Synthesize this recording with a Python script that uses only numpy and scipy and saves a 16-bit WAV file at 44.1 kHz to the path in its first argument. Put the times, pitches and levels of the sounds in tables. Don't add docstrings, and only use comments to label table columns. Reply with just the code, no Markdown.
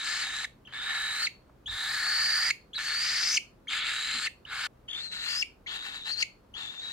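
import sys
import numpy as np
from scipy import signal
from scipy.fft import rfft, irfft, next_fast_len
from scipy.io import wavfile
from scipy.ndimage import uniform_filter1d, map_coordinates

SR = 44100
rng = np.random.default_rng(int(sys.argv[2]) if len(sys.argv) > 2 else 0)


def transcribe(u):
    v = np.clip(np.atleast_2d(u).T, -1, 1)
    q = np.round(v * 32767).astype(np.int16)
    wavfile.write(sys.argv[1], SR, q)


N = 305172


def from_db(db):
    return 10 ** (np.asarray(db) / 20)


def rms_one(x):
    return x / np.sqrt(np.mean(x ** 2) + 1e-20)


def in_time(rows):
    s, *columns = np.transpose(rows)
    return [np.interp(np.arange(N) / SR, s, c) for c in columns]


def at_bins(points, size):
    hz, value = np.transpose(points)
    bin_hz = np.arange(size // 2 + 1) * SR / size
    return np.interp(np.log(bin_hz + 1), np.log(hz), value)


def colour(x, spectrum):
    size = next_fast_len(x.shape[-1] + 2048)
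    gain = from_db(at_bins(spectrum, size))
    return irfft(rfft(x, size) * gain, size)[..., :x.shape[-1]]


def wander(rate_hz):
    lowpass = signal.butter(2, rate_hz, fs=SR, output="sos")
    settled = signal.sosfilt(lowpass, rng.standard_normal(N + SR))[SR:]
    return rms_one(settled)


def resonate(x, centre_hz, width_hz):
    turn = np.exp(2j * np.pi * np.cumsum(centre_hz * np.ones(N)) / SR)
    r = np.exp(-np.pi * width_hz / SR)
    smoothed = signal.lfilter([1], [1, -2 * r, r * r], x / turn + 1e-18)
    return rms_one((smoothed * turn).real)


def bounded(x, firmness):
    x = rms_one(x)
    envelope = abs(signal.hilbert(x))
    return rms_one(x / np.sqrt(1 + abs(firmness) * envelope ** 2))


def evened(gate):
    return gate / np.sqrt(uniform_filter1d(gate ** 2, size=1500) + 1e-3)


def begging():
    # start_s, end_s, beak_opening_time_constant_s, throat_hz, hiss_db at usual pitch and effort,
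    # rush_db re throat ring, low_ring_db re rasp, top_treble_db, hiss_near_6khz_db, whistle_jitter_hz
    calls = np.array([(-0.2, 0.457, .03, 1750, -41, -1, -18.5, -7, 0.5, 530),
                      (0.675, 1.266, 0.16, 1746, -40, -3.5, -17, -4.5, -3, 390),
                      (1.677, 2.51, 0.0094, 1735, -43, -8, -14.5, 0, -3.5, 470),
                      (2.745, 3.373, 0.03, 1727, -46, 1, -20, -1.5, 6, 517),
                      (3.691, 4.272, 0.009, 1740, -39, 10.5, -33.5, -7, -10.5, 377.5),
                      (4.46, 4.669, 0.076, 1600, -43.5, -0.5, -16, -1.5, -5.5, 624),
                      (4.881, 5.421, 0.0097, 1680, -46.5, 26.5, -20, 0.5, 1, 510),
                      (5.671, 6.229, 0.019, 1628, -45, 23, -13.5, -2.5, -4, 563),
                      (6.548, 6.952, 0.033, 1560, -44, 18, -13, -3, 1.5, 519.8)])
    # time_s, pitch_hz, effort_db (rasp level), whistle_db, roughness_0_to_1
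    push = [
        [(0.02, 3750, -39, -39.5, 0.51), (0.075, 4300, -33.5, -38.5, 0.97), (0.225, 4230, -33, -38, 0.95),
         (0.26, 3700, -35.5, -38, 0.45), (0.32, 3680, -37.5, -42.5, 0.35), (0.37, 3950, -35.5, -39, 0.38),
         (0.432, 3925, -37.5, -41, 0.6)],
        [(0.68, 3100, -55, -60, 0.22), (0.716, 3149, -57, -58, 0.2), (0.738, 3613, -38, -44.5, 0.27),
         (0.8, 3580, -40, -40, 0.33), (0.85, 3665, -35.5, -38.5, 0.44), (0.935, 3845, -31.5, -38.5, 0.52),
         (1.0, 3850, -34, -39, 0.51), (1.12, 3850, -35, -38, 0.45), (1.19, 4084, -35, -36.5, 0.53),
         (1.235, 4439, -32.5, -33.5, 0.58), (1.258, 4295, -38, -30.5, 0.34)],
        [(1.686, 3650, -43.5, -39, 0.16), (1.703, 3650, -51, -34.5, 0.17), (1.716, 3650, -40.5, -39.5, 0.5),
         (1.8, 3814, -37, -38.5, 0.65), (1.87, 3845, -35, -37.5, 0.8), (1.94, 4200, -33, -37, 0.86),
         (2.02, 4280, -31.5, -36.5, 0.7), (2.09, 4448, -31, -32, 0.49), (2.24, 4598, -31.5, -29.5, 0.5),
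         (2.43, 4657, -30, -30, 0.48), (2.494, 4877, -29.5, -30.5, 0.55)],
        [(2.751, 3930, -44, -41, 0.14), (2.771, 3950, -56, -49, 0.11), (2.781, 4079, -32, -45, 0.39),
         (2.84, 4400, -37, -41, 0.49), (2.87, 4526, -35.5, -36.5, 0.41), (2.91, 4300, -33.5, -36.5, 0.47),
         (3.0, 4680, -35, -32, 0.3), (3.05, 4820, -33, -32, 0.63), (3.15, 4750, -32.5, -32.5, 0.72),
         (3.24, 4960, -32.5, -29.5, 0.63), (3.31, 5116, -35, -28.5, 0.65), (3.355, 5550, -35, -27.5, 0.63)],
        [(3.698, 3440, -40, -43.5, 0.75), (3.725, 3565, -30, -38.0, 0.84), (3.83, 3446, -34, -37, 0.73),
         (3.885, 3746, -30, -41, 0.65), (3.96, 3870, -33.5, -41, 0.47), (4.045, 3993, -36.5, -38, 0.39),
         (4.09, 4046, -32.5, -38, 0.42), (4.175, 4130, -33.0, -35.5, 0.54), (4.21, 4139, -36.5, -40, 0.51),
         (4.255, 4420, -32.5, -36, 0.55)],
        [(4.466, 3550, -52, -58, 0.37), (4.497, 3773, -42.5, -50, 0.5), (4.53, 4040, -33, -55, 0.86),
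         (4.58, 4257, -35, -44.5, 0.89), (4.662, 4450, -32, -39.5, 0.84)],
        [(4.888, 3155, -57, -47, 0.2), (4.94, 3392, -46, -41.5, 0.25), (4.96, 3524, -46, -37, 0.42),
         (5.005, 3736, -44, -38, 0.55), (5.03, 4202, -49, -40, 0.33), (5.062, 4191, -46, -37, 0.28),
         (5.098, 4015, -66, -44, 0.15), (5.125, 4067, -41, -39, 0.42), (5.2, 3952, -42.5, -39.5, 0.42),
         (5.278, 4165, -34, -36.5, 0.43), (5.3, 4793, -35.5, -33.5, 0.51), (5.335, 4653, -35, -34.5, 0.45),
         (5.372, 4850, -38, -31, 0.37), (5.408, 5350, -44, -28.5, 0.27)],
        [(5.679, 3327, -48.5, -38, 0.64), (5.725, 3502, -39, -41.5, 0.92), (5.76, 3740, -38, -39, 0.34),
         (5.8, 3680, -47, -42, 0.23), (5.865, 3845, -38, -42, 0.37), (5.912, 3660, -45, -43, 0.35),
         (5.955, 3786, -41, -42.5, 0.36), (6.035, 3657, -56, -42.5, 0.17), (6.075, 3960, -36.5, -36.5, 0.42),
         (6.108, 4210, -38, -34, 0.27), (6.128, 4586, -53, -32, 0.3), (6.155, 4100, -51.5, -39, 0.27),
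         (6.19, 4480, -41.5, -35, 0.44), (6.21, 4786, -38, -31, 0.6)],
        [(6.555, 3185, -50.5, -40.5, 0.2), (6.582, 3710, -41.0, -41, 0.45), (6.64, 3576, -44.5, -40.5, 0.34),
         (6.7, 3630, -51.5, -40.5, 0.27), (6.745, 3710, -48, -47, 0.37), (6.785, 3600, -57.5, -39.5, 0),
         (6.835, 3775, -47, -39, 0.24), (6.91, 3820, -47.5, -39.5, 0.26)],
    ]
    # time_s, half_length_s, shut_share_0_to_1
    narrowings = [(3.823, 0.022, 0.8)]
    # time_s, half_length_s, resonance_rise_hz, rush_db
    squeeze_s, half_s, rise_hz, squeezed_db = (5, .03, 1049.5, -7)
    usual_hz, usual_effort_db = 4146, -36.5
    hiss_db_per_octave, shut_beak_db = 13.5, -15.5
    tight_above_hz, throat_hz_per_pitch_hz, throat_waver_hz = 4500, 0.53, 25
    low_ring_db_per_octave = -26
    dive_octaves, dive_s, dive_fade = 0.4, 0.004, 0.85
    sputter_db, sputter_db_per_octave, sputter_ratio = -6.5, 3, 1.137
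    mixing_db = -18.5

    t = np.arange(N) / SR
    call_index = np.searchsorted((calls[:-1, 1] + calls[1:, 0]) / 2, t)
    (start, end, opening_s, throat_hz, hiss_db,
     rush_db, low_db, top_db, hollow_db, jitter_hz) = calls[call_index].T
    age = np.maximum(t - start, 0)
    calling = uniform_filter1d(1. * (t >= start) * (t <= end), size=200)
    shut = np.exp(-age / opening_s)
    for s, half, share in narrowings:
        shut = shut + share * np.exp(-((t - s) / half) ** 2)

    pitch_hz, effort_db, whistle_db, rough = in_time(np.vstack(push))
    rough = np.clip(rough, .05, 1)
    octaves = np.log2(pitch_hz / usual_hz)
    weak_effort_db = np.minimum(effort_db - usual_effort_db, 0)
    hiss_db = hiss_db + hiss_db_per_octave * octaves + weak_effort_db + shut_beak_db * shut

    throat_hz = throat_hz + throat_hz_per_pitch_hz * np.maximum(pitch_hz - tight_above_hz, 0)
    throat_hz = throat_hz + throat_waver_hz * wander(40)
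    squeezed = np.exp(-((t - squeeze_s) / half_s) ** 2)
    throat_hz = throat_hz + rise_hz * squeezed
    rush_db = rush_db + squeezed_db * squeezed
    low_db = low_db + low_ring_db_per_octave * octaves

    slip = slips(rough, unevenness=.4, size_db=6.5)
    dive = np.exp(-abs(end - t) / dive_s)
    diving_hz = pitch_hz * 2 ** (-dive_octaves * dive)
    tone = (1 - dive_fade * dive) * whistle(
        diving_hz, rough, slip, jitter_hz, strain_hz=4433, waver_hz=51.9, sag_hz=300,
        choke=0.7, flutter=0.2, throb=0.11, overtone_db=-23.5, recovery_hz=40)
    fringe = resonate(rng.standard_normal(N), sputter_ratio * pitch_hz, width_hz=1500)
    sputter = rough * from_db(sputter_db + sputter_db_per_octave * octaves) * fringe
    throat = rasp(slip, throat_hz, rush_db, low_db, leak=0.3)
    shaken_tone = tone * (1 + from_db(mixing_db) * throat)
    voice = from_db(whistle_db) * (shaken_tone + sputter) + from_db(effort_db) * throat
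    hiss = from_db(hiss_db) * beak_hiss(slip, top_db, hollow_db, steady=0.71, spread=0.68)
    return calling * (voice + hiss)


def whistle(pitch_hz, rough, slip, jitter_hz, strain_hz, waver_hz, sag_hz, choke, flutter, throb,
            overtone_db, recovery_hz):
    shake = wander(420.4)
    strain = rough ** 1.3 * np.maximum(pitch_hz / strain_hz, .97) ** 2.8
    recovery = signal.butter(1, recovery_hz, "high", fs=SR, output="sos")
    upset_hz = signal.sosfilt(recovery, jitter_hz * strain * shake - sag_hz * slip)
    phase = 2 * np.pi * np.cumsum(pitch_hz + upset_hz + waver_hz * wander(67.8)) / SR
    strength = evened(np.maximum(1 - choke * slip, 0))
    strength = strength * np.exp(flutter * wander(300) + throb * wander(70))
    return rms_one(strength * (np.sin(phase) + from_db(overtone_db) * np.sin(2 * phase)))


def slips(rough, unevenness, size_db):
    # roughness_0_to_1, slips_per_s before unevenness, slipping_share_of_cycle
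    slipping = [(0, 45, 0.18), (0.249, 105, 0.43), (.55, 230, 0.52), (1, 320, 0.81)]
    grade, per_s, share = np.transpose(slipping)
    rate_hz = np.interp(rough, grade, per_s) * np.exp(unevenness * wander(148.8))
    cycles = np.cumsum(rate_hz) / SR
    progress = np.minimum(cycles % 1 / np.interp(rough, grade, share), 1)
    size = from_db(size_db * rng.uniform(-1.5, 0, N))[cycles.astype(int)]
    return size * np.sin(np.pi * progress)


def rasp(slip, throat_hz, rush_db, low_db, leak):
    # freq_hz, level_db
    rush_spectrum = [(200, -38.5), (550, -2), (800, -12), (1150, -3), (1500, 5), (2300, 3.5), (3000, -1.5),
                     (4000, -4.5), (4900, -10.5), (5700, -40.5), (8000, -22.5)]
    puffs = evened(leak + slip)
    air = rng.standard_normal((4, N))
    narrow = resonate(air[0] * puffs, throat_hz, width_hz=230)
    wide = puffs * bounded(resonate(air[1], throat_hz, width_hz=560), firmness=1.5)
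    ring = bounded(narrow + 1.1 * wide, firmness=.2)
    rush = puffs * bounded(colour(air[2], rush_spectrum), firmness=0.19)
    rush = rms_one(colour(rush, [(300, -28.5), (550, -11), (800, -3), (5000, 6.0), (6500, -14.5)]))
    shared = (ring + from_db(rush_db) * rush) / np.sqrt(1 + from_db(2 * rush_db))
    low = from_db(low_db) * resonate(air[3] * puffs, centre_hz=1090, width_hz=810)
    return colour(shared + low, [(550, -15.5), (810, -0.5)])


def beak_hiss(slip, top_db, hollow_db, steady, spread):
    # freq_hz, left_db, right_db
    hiss_spectrum = np.array([(2960, -30, -27), (5110, -1.5, -3), (6300, -2.5, -10.5), (6900, -4, -5),
                              (7400, 5.5, 1), (7710, 2.5, -0.5), (8550, -16.5, 1.5), (10400, -14, -5.5),
                              (11900, -11, -5), (13970, -17, -29.5), (15500, -30.5, -12.5)])
    jet = rng.standard_normal(N) + spread * rng.standard_normal((2, N))
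    jet = jet * (steady + slip)
    hiss = rms_one(np.array([colour(jet[k], hiss_spectrum[:, [0, k + 1]]) for k in range(2)]))
    top = colour(hiss, [(7500, -50.5), (9000, -4.0), (12000, 1)])
    hollow = colour(hiss, [(4500, -21), (5300, -0.5), (6300, -3), (7400, -23)])
    return hiss + top * (from_db(top_db) - 1) + hollow * (from_db(hollow_db) - 1)


def squeaks(settle, shake, third_db):
    # start_s, length_s, first_hz, last_hz, level_db
    peeps = [(0.65, 0.0204, 2940, 3234, -55.5), (0.671, 0.009, 3200, 2630, -48),
             (1.659, 0.026, 3130, 3500, -38), (2.732, 0.023, 3230, 3360, -41.5),
             (2.756, 0.029, 4465, 3850, -35), (3.671, 0.008, 1860, 2152, -44.5),
             (3.68, 0.017, 3300, 3300, -36), (4.451, 0.0058, 2900, 2950, -43),
             (4.884, 0.011, 3170, 3070, -38.5), (4.898, 0.011, 3394, 3150, -39.5),
             (4.909, .009, 3430, 3230, -38), (4.931, 0.0056, 3630, 3200, -34.5),
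             (4.946, 0.0077, 3480, 3100, -38), (5.662, 0.013, 1950, 2212, -38.5),
             (6.538, .014, 2902, 3135, -45)]
    # start_s, length_s, last_hz, level_db, overtones_db
    closings = [(0.444, 0.0093, 1693, -28, -15), (1.267, 0.012, 1980, -27.5, -10),
                (2.505, 0.0089, 2115, -22, -9), (3.37, 0.012, 2225, -22, -7.5),
                (4.268, 0.013, 1909, -29, -14), (5.421, 0.013, 2207, -25.5, -12.5),
                (6.223, 0.011, 2036, -22.5, -7)]
    peep_overtones_db, fall_octaves_per_s = -21.5, 52
    out = np.zeros(N)
    tremble = wander(220)
    glides = [(*peep, peep_overtones_db) for peep in peeps]
    for start, length, last_hz, level_db, overtones_db in closings:
        first_hz = last_hz * 2 ** (fall_octaves_per_s * length)
        glides.append((start, length, first_hz, last_hz, level_db, overtones_db))
    for start, length, first_hz, last_hz, level_db, overtones_db in glides:
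        u = np.linspace(0, 1, int(length * SR))
        at = int(start * SR) + np.arange(len(u))
        hz = last_hz + (first_hz - last_hz) * (1 - u) ** abs(settle)
        phase = 2 * np.pi * np.cumsum(hz * (1 + shake * tremble[at])) / SR
        swell = abs(np.sin(np.pi * u ** 0.85)) ** 0.5
        overtones = from_db(overtones_db) * (np.cos(2 * phase) + from_db(third_db) * np.sin(3 * phase))
        out[at] += from_db(level_db) * rms_one(swell * (np.sin(phase) + swell * overtones))
    return out


def mouth(x):
    # freq_hz, gain_db
    resonances = [(2100, -1.5), (2600, -2.5), (3150, 1.5), (3450, -1.5), (3800, 0.5), (4800, 0.5),
                  (5500, -4), (6400, 3), (7350, 0), (7900, -4.5), (8700, -0.5), (10000, -3)]
    return colour(x, resonances)


def nearby(x, early_db, early_s):
    t = np.arange(SR // 30) / SR
    taps = rng.standard_normal((2, len(t))) * (t > .0008) * np.exp(-t / early_s)
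    response = from_db(early_db) * rms_one(taps) / np.sqrt(len(t))
    return x + signal.fftconvolve(x, response, axes=1)[:, :N]


def aim(x):
    # time_s, left_minus_right_db, right_lag_ms
    heading = [(0, 1, -0.038), (1.2, -1, -0.065), (1.8, 0.5, -0.028), (2.3, -1, -0.037),
               (2.8, -0.5, -0.031), (3.25, 2, -0.028), (3.8, 1.2, -0.015), (4.6, 0.5, -0.048),
               (5.0, 4.5, 0.12), (5.7, 6, 0.17), (6.2, 5.5, 0.18), (6.9, 8, 0.17)]
    pan_db, lag_ms = in_time(heading)
    right = map_coordinates(x[1], [np.arange(N) - lag_ms * SR / 1000], order=3)
    gains = np.sqrt(2 / (1 + from_db([-2 * pan_db, 2 * pan_db])))
    return np.array([x[0], right]) * gains


def room(x, t60, wet_db, ring_width_hz):
    # freq_hz, gain_db
    walls = [(300, -11.5), (1400, -8.5), (2000, -1.5), (2650, 5), (3500, 3), (4500, -2), (7500, -0.5),
             (15000, 11.5)]
    # freq_hz, t60_s, level_db before band-pass
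    lingering = [(1760, .18, -17), (2520, .3, -18), (4330, .42, -21)]
    t = np.arange(SR // 2) / SR
    tail = rng.standard_normal((2, len(t))) * (t > .005) * from_db(-60 * t / t60)
    response = colour(from_db(wet_db) * rms_one(tail) / np.sqrt(len(t)), walls)
    for hz, ring_t60, db in lingering:
        decay = from_db(-60 * t / ring_t60)
        ring = rms_one(rng.standard_normal((2, len(t))) * decay) / np.sqrt(len(t))
        edges_hz = [hz - ring_width_hz / 2, hz + ring_width_hz / 2]
        band = signal.butter(2, edges_hz, "band", fs=SR, output="sos")
        response = response + from_db(db) * signal.sosfilt(band, ring)
    return signal.fftconvolve(x.mean(axis=0)[None], response, axes=1)[:, :N]


def echo_cut(start_s, end_s, depth_db):
    t = np.arange(N) / SR
    return from_db(depth_db * uniform_filter1d(1. * (t > start_s) * (t < end_s), size=200))


def handling():
    # start_s, length_s, centre_hz, level_db
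    rubs = [(1.491, 0.015, 960, -61), (1.641, 0.14, 68.1, -52.5), (4.125, 0.088, 252, -56)]
    out = np.zeros(N)
    for start, length, hz, level_db in rubs:
        count = int(length * SR)
        band = signal.butter(2, [hz * 0.66, hz * 1.3], "band", fs=SR, output="sos")
        rub = signal.sosfilt(band, rng.standard_normal(SR))[-count:]
        swell = signal.windows.tukey(count, .5)
        out[int(start * SR) + np.arange(count)] += from_db(level_db) * rms_one(rub * swell)
    return out


def background():
    # freq_hz, relative_density_db
    quiet = [(20, -30.5), (36, -1.5), (140, -9.5), (204, -8), (552, -12.5), (800, -18), (1200, -19.5),
             (1900, -28), (8130, -42.5), (15500, -43)]
    # freq_hz, correlation_0_to_1
    likeness = [(40, .93), (130, 0.81), (280, 0.89), (600, 0.18), (2000, 0.26), (10000, 0.18)]
    # freq_hz, level_db
    hums = [(63.5, -71), (126, -70)]
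    quiet_db = -59.5
    alike = np.clip(at_bins(likeness, N), 0, 1)
    mid, side = rfft(rng.standard_normal((2, N)))
    noise = irfft(np.sqrt(1 + alike) * mid + np.sqrt(1 - alike) * side * [[1], [-1]], N)
    hum = sum(from_db(db) * resonate(rng.standard_normal(N), hz, width_hz=7.0) for hz, db in hums)
    return from_db(quiet_db) * rms_one(colour(noise, quiet)) + hum


def scene():
    voice = mouth(begging() + squeaks(settle=2.3, shake=0.035, third_db=-5.5))
    chick = nearby(voice, early_db=-6.5, early_s=0.0024)
    echo = room(chick, t60=0.24, wet_db=-15.0, ring_width_hz=320)
    echo = echo * echo_cut(start_s=4.672, end_s=5.3, depth_db=-36.0)
    return aim(chick) + echo + background() + handling()


def record(dry):
    cutoff_hz = 15850
    lowpass = signal.ellip(12, .1, 80, cutoff_hz, fs=SR, output="sos")
    return signal.sosfilt(lowpass, dry)


dry = scene()
out = record(dry)
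transcribe(out)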